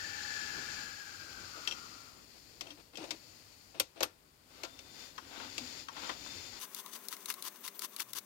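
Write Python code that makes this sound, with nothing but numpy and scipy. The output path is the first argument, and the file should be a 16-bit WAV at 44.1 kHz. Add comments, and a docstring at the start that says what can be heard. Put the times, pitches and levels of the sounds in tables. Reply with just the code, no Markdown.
"""In a workshop a thread is tapped by hand on a lathe, close to the microphone; most of the range leans left.
A whirr runs down, a wrench is fitted to the tap and knocks into place, then the chuck is pulled round by hand.
From 6.6 s time runs four times as fast: the pulls become quick swishes and ticks, higher in pitch.
Knocks are noise bursts in bands with ringing sine modes; whirr and squeal are noise in narrow resonances;
rasp, scrapes, hiss and room are coloured noise; groans, a faint low tone and hum are sine tones."""
import sys
import numpy as np
from scipy import signal
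from scipy.fft import rfft, irfft
from scipy.io import wavfile
from scipy.ndimage import uniform_filter1d

SR = 44100
rng = np.random.default_rng(int(sys.argv[2]) if len(sys.argv) > 2 else 0)


def unload_wav(signal):
    """Save mono or channel-first audio to the path in sys.argv[1] as 16-bit WAV at rate SR, clipped to [-1, 1]."""
    wavfile.write(
        sys.argv[1],
        SR,
        np.round(np.clip(np.atleast_2d(signal).T, -1, 1) * 32767).astype(np.int16),
    )


N = 363825
TIME, BINS = np.arange(N) / SR, np.fft.rfftfreq(N, 1 / SR)  # s, Hz
FAST_FROM_S, FAST = 6.595, 4  # when time speeds up, and how many times
EDGE_HZ, SQUEAL_HZ = 16000, 3575  # top of the recorder's range; squeal at true speed

# Edges of the bass, middle, high and top band of a blow at true speed: [edge_hz]
BLOW_EDGES_HZ = [255, 850, 2000, 7500, 16500]
# Resonances of the chuck at true speed: [centre_hz, width_hz, lift_db]
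CHUCK_RESONANCES = [(256, 25, 5.5), (890, 80, 7), (1533, 37, 11), (3420, 25, 7)]
# The drive running down: [time_s, pitch_hz, relative level_db]
RUN_DOWN = [(0, 1754, -51), (0.448, 1720, -49), (0.799, 1680, -50), (0.999, 1648, -56.5),
            (1.351, 1560, -57), (1.651, 1430, -55), (2.05, 1370, -61.5), (2.251, 1334, -72)]
# Likeness of left and right at true speed: [frequency_hz, correlation -1 to 1]
LIKENESS = [(60, 1), (150, 0.46), (300, 0.5), (700, 0.26), (1200, -0.42), (2500, 0.0081), (16000, 0)]


def wrench():
    """The wrench clinks, scrapes and knocks on the tap, and the chuck takes up its play."""
    # Light touches that set the tap ringing: [time_s, relative level_db, decay_s before the bass hold]
    clinks = [(1.6746, -35, 0.072), (1.7108, -43, 0.06), (1.7218, -42.5, 0.027), (2.6683, -56, .05),
              (2.7048, -51.5, 0.16), (2.9553, -51.5, 0.046)]
    # Knocks on the tap's square: [time_s, relative level_db, bass_db and middle_db against that level]
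    knocks = [(2.6084, -39.5, -11, -13.5), (2.971, -44.5, -5, -19), (3.0391, -50, 5.5, -6),
              (3.1062, -35, -13, -13), (3.7973, -28, -9, -14), (4.005, -37, 4, -5), (4.0259, -37, -1, -8),
              (4.0297, -30.5, -13, -5), (4.6333, -39.5, -3.5, -8.5), (4.647, -45, -12, -5.5),
              (4.789, -49.5, -13, -14), (5.5792, -36.5, -14, -15)]
    # The chuck takes up its play: [time_s, relative level_db, bass_db against that level]
    clunks = [(5.1791, -42.5, -19), (5.3984, -47.5, -2.5), (5.884, -42.5, -21), (5.9647, -48, -20),
              (6.0923, -39, -3), (6.0984, -43, -25), (6.26, -51.5, -4)]
    # The wrench slides on the tap's square: [start_s, end_s, relative level_db]
    scrapes = [(.56, .6, -79), (1.55, 1.61, -55.5), (2.34, 2.39, -62), (2.615, 2.74, -56),
               (2.77, 2.82, -58.5), (2.93, 2.96, -56.5), (2.97, 3.07, -48), (3.06, 3.16, -54),
               (3.738, 3.8, -54), (3.955, 4.012, -54.5), (4.57, 4.63, -62)]
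    # Colour of the scrape: [frequency_hz, relative level_db]
    scrape_colour = [(88, -43), (150, -8.5), (201, -17), (324, -9), (449, -11), (506, -15.5), (677, -9.5),
                     (1040, -21), (2100, -19), (2670, -20.5), (3450, -20.5), (5770, -24.5), (9000, -40),
                     (11700, -68), (19800, -120)]
    # Left minus right for the wrench: [frequency_hz, difference_db]
    wrench_sides = [(60, 1), (160, 15), (450, 5), (1200, 13.5), (2400, 10.5), (5500, 18), (7200, 14),
                    (9000, -6), (12000, -27), (16000, -14)]
    hard_db, brightening = -30, 3  # below a hard knock the top band loses this many dB per dB of force
    top_db, dull_db = -3, -17  # top band of a hard and of a soft knock

    blows = np.zeros((2, N))
    for s, db, t60 in clinks:
        add(blows, s + 0.00038, strike(db + np.array([-16, -14.0, -2.0, -21.5]), t60, ring_db=2))
    for s, db, bass_db, middle_db in knocks:
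        knock_top_db = max(top_db + brightening * min(db - hard_db, 0), dull_db)
        bands_db = db + np.array([bass_db, middle_db, 0, knock_top_db])
        add(blows, s + .0005, strike(bands_db, t60=0.043, ring_db=-15))
    for s, db, bass_db in clunks:
        add(blows, s + 0.0006, strike(db + np.array([bass_db, 0, -7, -27]), t60=.036, ring_db=-3))
    scrape = evened(body(noise(scrape_colour, grit=0.37, grains_per_s=170), 1.0))
    scrape = scrape * strokes(scrapes, soft=0.32, swell_db=0)
    return ports(amp(25.0) * blows + amp(-1.5) * scrape, wrench_sides, LIKENESS)


def strike(bands_db, t60, ring_db):
    """Steel on steel: a blow with its low, middle, high and top band, and the ring of the tap."""
    knock = blow(bands_db, t60, 1, crack=2.3, rise=0.0012, room_db=-23, room_t60=0.16, bass_hold=200)
    return knock + amp(ring_db) * ring(bands_db)


def blow(bands_db, t60, speed, crack, rise, room_db, room_t60, bass_hold):
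    """A crack, dense modes of heavy steel dying fast (bass slowest), and a room tail losing treble first."""
    t = np.arange(SR // 4 // speed) * speed / SR  # seconds at true speed
    sound = np.zeros((2, len(t)))
    for db, lo, hi in zip(bands_db, BLOW_EDGES_HZ, BLOW_EDGES_HZ[1:]):
        decay = max(t60, .01) * (1 + bass_hold / lo)
        modes = amp(-60 * t / decay)
        tail = amp(room_db - 60 * t / room_t60 * (0.5 + lo / 12000))
        shape = (crack * np.exp(-t / 0.00097) + modes + tail) * (1 - np.exp(-t / rise))
        band = signal.butter(6, [lo * speed, min(hi * speed, SR * .45)], "band", fs=SR, output="sos")
        burst = body(shape * rng.standard_normal((2, len(t))), speed, lo, hi)
        burst = signal.sosfilt(band, burst)
        sound += amp(db) * burst / np.linalg.norm(burst, axis=1, keepdims=True)
    return sound


def ring(bands_db):
    """The clear modes of tap and wrench, each as strong as the blow is in its band."""
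    # Clear ring of the tap: [pitch_hz, level_db against the band, t60_s]
    steel_modes = [(2690, -3.5, 0.067), (3170, -1, 0.061), (3287, -5, 0.022), (5680, -6, 0.13),
                   (8400, -18, 0.12), (9500, -2, 0.025), (12300, -25, 0.055)]
    t = np.arange(SR // 4) / SR
    sound = np.zeros((2, len(t)))
    for hz, db, t60 in steel_modes:
        mode = amp(-60 * t / t60) * np.sin(2 * np.pi * (hz * t + rng.random((2, 1))))
        band_db = bands_db[np.searchsorted(BLOW_EDGES_HZ, hz) - 1]
        sound += amp(db + band_db) * mode / np.linalg.norm(mode[0])
    return sound


def body(x, speed, lo=0, hi=SR):
    """The heavy steel parts ring briefly at their resonances between lo and hi Hz of true speed."""
    # Wrench, chuck and lathe bed at true speed: [centre_hz, width_hz, added level_db against the input]
    resonances = [(328, 49, 6), (527, 70, 7.5), (670.4, 11.5, 6), (994, 400, 2.5), (1380, 19, 5.5),
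                  (2635, 530, 2.5), (3450, 62, -14), (3730, 230, -1), (4310, 1150, -2), (5450, 89, 0),
                  (7150, 40, -23), (8700, 110, 21), (11450, 260, 15), (12100, 160, 6), (12740, 160, 18.5)]
    total = x
    for hz, width, db in resonances:
        if lo <= hz < min(hi, EDGE_HZ / speed):
            peak = signal.iirpeak(hz * speed, hz / width, fs=SR)
            total = total + amp(db) * signal.lfilter(*peak, x)
    return total


def chuck():
    """The tap rasps unevenly in the hole, the bearings rumble along, and the steel squeals on and off."""
    # Colour of the cutting rasp: [frequency_hz, relative level_db]
    rasp_colour = [(380, -24), (650, -2), (922, -2.5), (1250, -0.5), (1370, 0), (1730, -7), (2060, -3.5),
                   (4000, -3), (5200, -37), (8800, -120)]
    # Colour of the bearings: [frequency_hz, relative level_db]
    bearing_colour = [(110, -50), (180, -23), (269, 0.5), (446, -9.5), (534, -1), (605, -17), (750, -8.5),
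                      (980, -32), (1650, -120)]
    effort = turning(axis=3) * flutter(depth_db=1.5, hz=29.8)
    rasp = amp(-2.5) * noise(rasp_colour, CHUCK_RESONANCES, grit=0.28, grains_per_s=200) * effort
    bearing = amp(-22) * noise(bearing_colour, CHUCK_RESONANCES) * effort ** 0.73
    squeal = amp(-2.0) * whistle(SQUEAL_HZ, width=54) * turning(axis=4) * flutter(depth_db=2.5, hz=25)
    return rasp + bearing + squeal


def turning(axis):
    """Gain from one column of the turns: each gathers speed, holds, and comes to rest."""
    # The chuck pulled round by hand: [start_s, end_s, then relative hiss_db, rasp_db, squeal_db]
    turns = [(4.517, 4.69, -65, -60, -80), (4.69, 4.907, -65, -66, -63), (4.952, 5.08, -53, -59.5, -56.5),
             (5.1, 5.334, -64, -65.5, -82), (5.329, 5.489, -55, -49, -64), (5.52, 5.837, -51, -59, -60),
             (5.967, 6.136, -50.5, -46.5, -57), (6.18, 6.49, -50.5, -61, -55),
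             (6.532, 6.643, -51, -53.5, -61)]
    rise_s, fall_s = 0.062, 0.039
    gain = np.zeros(N)
    for row in turns:
        gather = (1 + np.tanh((TIME - row[0]) / rise_s)) / 2
        rest = (1 - np.tanh((TIME - row[1]) / fall_s)) / 2
        gain += amp(row[axis]) * gather * rest
    return gain


def fast_tapping():
    """Ticks as the play is taken up, swishes of the tap through the metal, and a groaning chuck."""
    # Knocks at high speed: [time_s, relative level_db, bass_db against that level]
    tick_times = [(6.7461, -35, -17), (6.8604, -42, -6), (7.084, -33.5, -17), (7.1254, -38.5, 2.5),
                  (7.166, -46, -4), (7.257, -35.5, -10), (7.3008, -30.5, -0.5), (7.3047, -40, 3),
                  (7.324, -43, -8), (7.339, -39, -8), (7.4233, -35.5, -15), (7.481, -38, -9),
                  (7.677, -37.5, -2), (7.6827, -39, -17), (7.7922, -34.5, -13), (7.8193, -37, -2.5),
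                  (7.852, -43, -9), (7.963, -36.5, -8), (7.9977, -37, 4), (8.0023, -31, -5.5),
                  (8.1322, -34.5, -11), (8.1844, -35, -17)]
    # Quick pulls of the chuck: [start_s, end_s, relative level_db]
    quick_pulls = [(6.575, 6.67, -46), (6.74, 6.825, -47.5), (6.901, 6.986, -47.5), (7.094, 7.159, -45),
                   (7.264, 7.332, -42), (7.42, 7.5, -43.5), (7.615, 7.699, -46.5), (7.795, 7.875, -43),
                   (7.972, 8.039, -42), (8.137, 8.2, -41)]
    # Colour of a pull as heard: [frequency_hz, relative level_db]
    pull_colour = [(180, -21), (300, -6), (725, -15.5), (1010, -2), (2520, -9.5), (2790, -3), (3460, -7),
                   (4090, -5.5), (4590, -2), (5520, -5.5), (6000, -5), (7080, -8), (12300, -4),
                   (16000, -11.5)]
    # Colour of the room as heard: [frequency_hz, relative level_db]
    room_colour = [(35, -52), (60, -29), (217, 5.5), (323, 0.5), (389, 6), (480, -1.5), (593, -1),
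                   (666, -2.5), (882, -3.5), (991, 0), (2410, -5), (3500, -10.5), (7230, -8.5),
                   (14200, -6.5), (16000, -1.5)]
    # Course of the room: [time_s, relative level_db]
    room_course = [(6.6, -53), (7.3, -52), (7.75, -55), (8.25, -57)]
    # Left minus right: [frequency_hz, difference_db]
    fast_sides = [(60, 0.5), (150, 1.2), (380, 2.5), (950, 5.9), (2380, 7.8), (5980, 11), (15000, 16)]
    # Likeness of left and right: [frequency_hz, correlation 0 to 1]
    fast_likeness = [(100, 0.97), (400, 0.83), (700, 0.15), (1100, 0.76), (2500, 0.14), (5000, 0),
                     (16000, 0.019)]
    return_after_s, return_s, return_db = 0.026, 0.061, -59  # between pulls the hand goes back softly

    ticks = np.zeros((2, N))
    for s, db, bass_db in tick_times:
        bands_db = db + np.array([bass_db, -1.5, 0.5])
        tick = blow(bands_db, 0.032, FAST, crack=0.7, rise=0.0021, room_db=-14.5, room_t60=0.12, bass_hold=240)
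        add(ticks, s + 0.00031, tick)
    returns = []
    for _, end, _ in quick_pulls[:-1]:
        start = end + return_after_s
        returns.append((start, start + return_s, return_db))
    effort = strokes(list(quick_pulls) + returns, soft=0.91, swell_db=12.5)
    pulls = noise(pull_colour, CHUCK_RESONANCES, FAST, grit=0.47, grains_per_s=970)
    pulls = pulls * effort * flutter(depth_db=1.9, hz=200)
    groan = amp(-40) * whistle(1110, width=150) * effort ** .5 * flutter(depth_db=8, hz=15)
    room = amp(-2.0) * noise(room_colour, CHUCK_RESONANCES, FAST) * level(room_course)
    squeal = amp(-67) * whistle(SQUEAL_HZ * FAST, width=250) * flutter(depth_db=6, hz=25)
    return ports(amp(16.0) * ticks + pulls + groan + room + squeal, fast_sides, fast_likeness)


def groans():
    """Short groans, and a faint low tone near the end: sines unsteady in pitch, stronger on the left."""
    # Short groans and the faint low tone: [start_s, end_s, mean pitch_hz, relative level_db]
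    tone_rows = [(2.689, 2.775, 286.6, -59), (2.958, 3.07, 324, -50), (3.108, 3.17, 333, -55),
                 (5.302, 5.543, 257, -59.5), (5.577, 5.682, 280, -51.5), (6.175, 6.334, 285, -63),
                 (6.831, 6.891, 1115, -55), (7.977, 8.267, 123.4, -73)]
    mix = np.zeros((1, N))
    for start, end, hz, db in tone_rows:
        count = max(round((end - start) * SR), 2)
        waver = evened(uniform_filter1d(rng.standard_normal(count), size=300))
        tone = np.sqrt(2) * np.sin(2 * np.pi * np.cumsum(hz * (1 + 0.095 * waver)) / SR)
        add(mix, start, amp(db) * tone * signal.windows.tukey(count, .8)[None])
    return mix * amp([[2.5], [-3]])  # left, right


def whirr():
    """A fuzzy whine sinks and breaks up into a rough rush; the housing adds its fixed resonances."""
    # Resonances of the housing: [centre_hz, width_hz, relative level_db]
    housing_rows = [(828, 48, -15), (2330, 20, -13), (2664, 230, -12.5), (3200, 45, -18)]
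    s, hz, _ = np.transpose(RUN_DOWN)
    pitch = np.interp(TIME, s, hz)
    clear = np.clip(pitch / hz[0], 0, 1) ** 3  # the whine blurs as the speed falls
    whine = clear * whistle(pitch, width=106) + amp(-4.5) * whistle(.89 * pitch, width=380)
    housing = sum(amp(db) * whistle(f, width) for f, width, db in housing_rows)
    return amp(0.5) * running() * (whine * flutter(depth_db=0.84, hz=24) + clear * housing)


def running():
    """Gain of the drive until it stops."""
    return level(RUN_DOWN, axis=2) * (TIME < RUN_DOWN[-1][0])


def air():
    """Hiss swells and sinks along with the other sounds; fizz and rumble follow by about half in dB."""
    # Soft sliding while the wrench is brought into place: [start_s, end_s, relative level_db]
    slides = [(2.17, 2.95, -67.5), (2.9, 3.85, -65.5)]
    # Dull bumps through the lathe bed: [start_s, end_s, relative level_db]
    bumps = [(.52, .64, -56), (1.36, 1.5, -67), (3.785, 3.85, -61), (3.995, 4.08, -54.5), (5.35, 5.45, -62),
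             (5.56, 5.68, -74), (6.27, 6.44, -71)]
    # Colours of hiss, fizz, rumble and steady room: [frequency_hz, relative level_db]
    hiss_colour = [(1180, -16.5), (2000, -6.5), (2170, -7.5), (2570, -5.5), (2810, -8), (3520, -7.5),
                   (3820, -8.5), (4530, 0.5), (5140, -2.5), (5720, -6.5), (7040, -8.5), (7790, -18.5),
                   (9000, -25), (11700, -92), (19800, -120)]
    fizz_colour = [(5000, -30), (8000, 1), (10000, -3), (15000, -0.5), (16000, -6)]
    rumble_colour = [(15, -51), (25, -16), (96, -0.5), (124, -6.5), (217, -7), (259, -4.5), (700, -14),
                     (808, -14), (996, -16.5), (1150, -17), (1500, -19), (2530, -120)]
    room_colour = [(18, -41.5), (30, -5), (63, 1), (107, -46), (126, -16), (247, -17), (1060, -15.5),
                   (4000, -18), (5200, -83), (8800, -120)]

    sliding = strokes(slides, soft=0.39, swell_db=-9.5)
    # a constant floor, then with the whirr, the sliding and the turns
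    swell = amp(-74) + amp(2) * running() + sliding + turning(axis=2)
    hiss = amp(0.5) * noise(hiss_colour, [(4200, 240, 1), (7130, 210, 10.1)], grit=0.35)
    hiss = hiss * swell * flutter(depth_db=0.5, hz=13)
    note = amp(-6.5) * whistle(4500, width=380) * sliding  # narrow note of steel sliding on steel
    fizz = amp(-42) * noise(fizz_colour) * swell ** .44
    rumble_gain = amp(-35) * swell ** 0.5 * flutter(depth_db=1.13, hz=3.5)
    rumble_gain = rumble_gain + strokes(bumps, soft=1.0, swell_db=0)
    rumble = noise(rumble_colour, [(92, 5.8, 0.87)]) * rumble_gain
    return hiss + note + fizz + rumble + amp(-74) * noise(room_colour)


def hum(speed):
    """Mains hum and its overtones as steady sines, their pitch multiplied by speed."""
    # Mains hum: [pitch_hz before the speed factor, relative level_db]
    hum_tones = [(50, -76.5), (99.3, -77.5), (149.3, -75.5)]
    total = 0
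    for hz, db in hum_tones:
        total = total + amp(db) * np.sqrt(2) * np.sin(2 * np.pi * (hz * speed * TIME + rng.random()))
    return total


def noise(spectrum, resonances=(), speed=1, grit=0., grains_per_s=500):
    """Two unrelated noises with a share of sharp grains, coloured by a spectrum and its resonances."""
    smooth = rng.standard_normal((2, N))
    grains = smooth[::-1] * (rng.random((2, N)) < grains_per_s / SR)
    drive = smooth + grit * evened(grains)
    db = read(spectrum)
    for hz, width, lift in resonances:
        db = db + lift / (1 + (2 * (BINS / speed - hz) / width) ** 2)
    return evened(irfft(rfft(drive) * amp(db), N))


def whistle(hz, width):
    """Noise in one steep resonance that may move."""
    r = np.exp(-np.pi * width / SR)
    phase = 2 * np.pi * np.cumsum(np.broadcast_to(hz, N)) / SR
    # two slow noises carried up to the pitch
    a, b = signal.lfilter([1], [1, -2 * r, r * r], rng.random((2, 2, N)) - .5)
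    return evened(a * np.cos(phase) + b * np.sin(phase))


def strokes(rows, soft, swell_db):
    """Gain of a row of strokes: each changes by swell_db, with soft ends over a share of its length."""
    gain = np.zeros((1, N))
    for start, end, db in rows:
        u = np.linspace(-.5, .5, max(round((end - start) * SR), 2))
        add(gain, start, amp(db + swell_db * u) * signal.windows.tukey(len(u), soft)[None])
    return gain


def flutter(depth_db, hz):
    """An uneven gain that wanders at rates up to about hz."""
    z = rfft(rng.standard_normal(N)) / (1 + (BINS / hz) ** 4)
    return evened(amp(depth_db * evened(irfft(z, N))))


def ports(pair, sides, same):
    """Two microphone ports: likeness and level difference vary with pitch, their mean keeping its power."""
    a, b = rfft(pair)
    c, tilt = np.clip(read(same), -1, 1), amp(read(sides) / 2)
    mean = np.sqrt(tilt ** 2 + tilt ** -2 + 2 * c + 1e-6) / 2
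    left = a * tilt
    right = (c * a + np.sqrt(1 - c ** 2) * b) / tilt
    return irfft(np.array([left, right]) / mean, N)


def amp(db):
    """Decibels to gain."""
    return 10 ** (np.asarray(db) / 20)


def evened(x):
    """Scales to an rms of one."""
    return x / np.sqrt(np.mean(x ** 2) + 1e-20)


def read(points):
    """A table over log frequency, read at every bin."""
    hz, value = np.transpose(points)
    return np.interp(np.log(BINS + 1), np.log(hz + 1), value)


def level(rows, axis=1):
    """Gain over time from a dB column."""
    rows = np.array(rows)
    return amp(np.interp(TIME, rows[:, 0], rows[:, axis]))


def add(mix, s, sound):
    """Adds a sound into the mix at time s."""
    part = mix[:, round(s * SR):][:, :sound.shape[1]]
    part += sound[:, :part.shape[1]]


def scene():
    """True speed first, then four times as fast."""
    # Left minus right for whirr, chuck and air: [frequency_hz, difference_db]
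    air_sides = [(60, 2.0), (95, 1.7), (150, 2.4), (240, 4.5), (380, 4.8), (600, 6.5), (950, 8.5),
                 (1500, 11.1), (2380, 10.8), (3770, 17.3), (5980, 20.0), (9470, 0.9), (15000, -5.0)]
    slow = ports(whirr() + chuck() + air(), air_sides, LIKENESS) + wrench() + amp(-7.0) * hum(0.99)
    fast = fast_tapping() + amp(-3.5) * hum(FAST)
    return np.where(TIME < FAST_FROM_S, slow, fast) + groans()


def record(dry):
    """The recorder's band limit: a steep low-pass."""
    lowpass = signal.firwin(301, EDGE_HZ, window=("kaiser", 8), fs=SR)
    return signal.oaconvolve(dry, lowpass[None], "same")


dry = scene()
out = record(dry)
unload_wav(out)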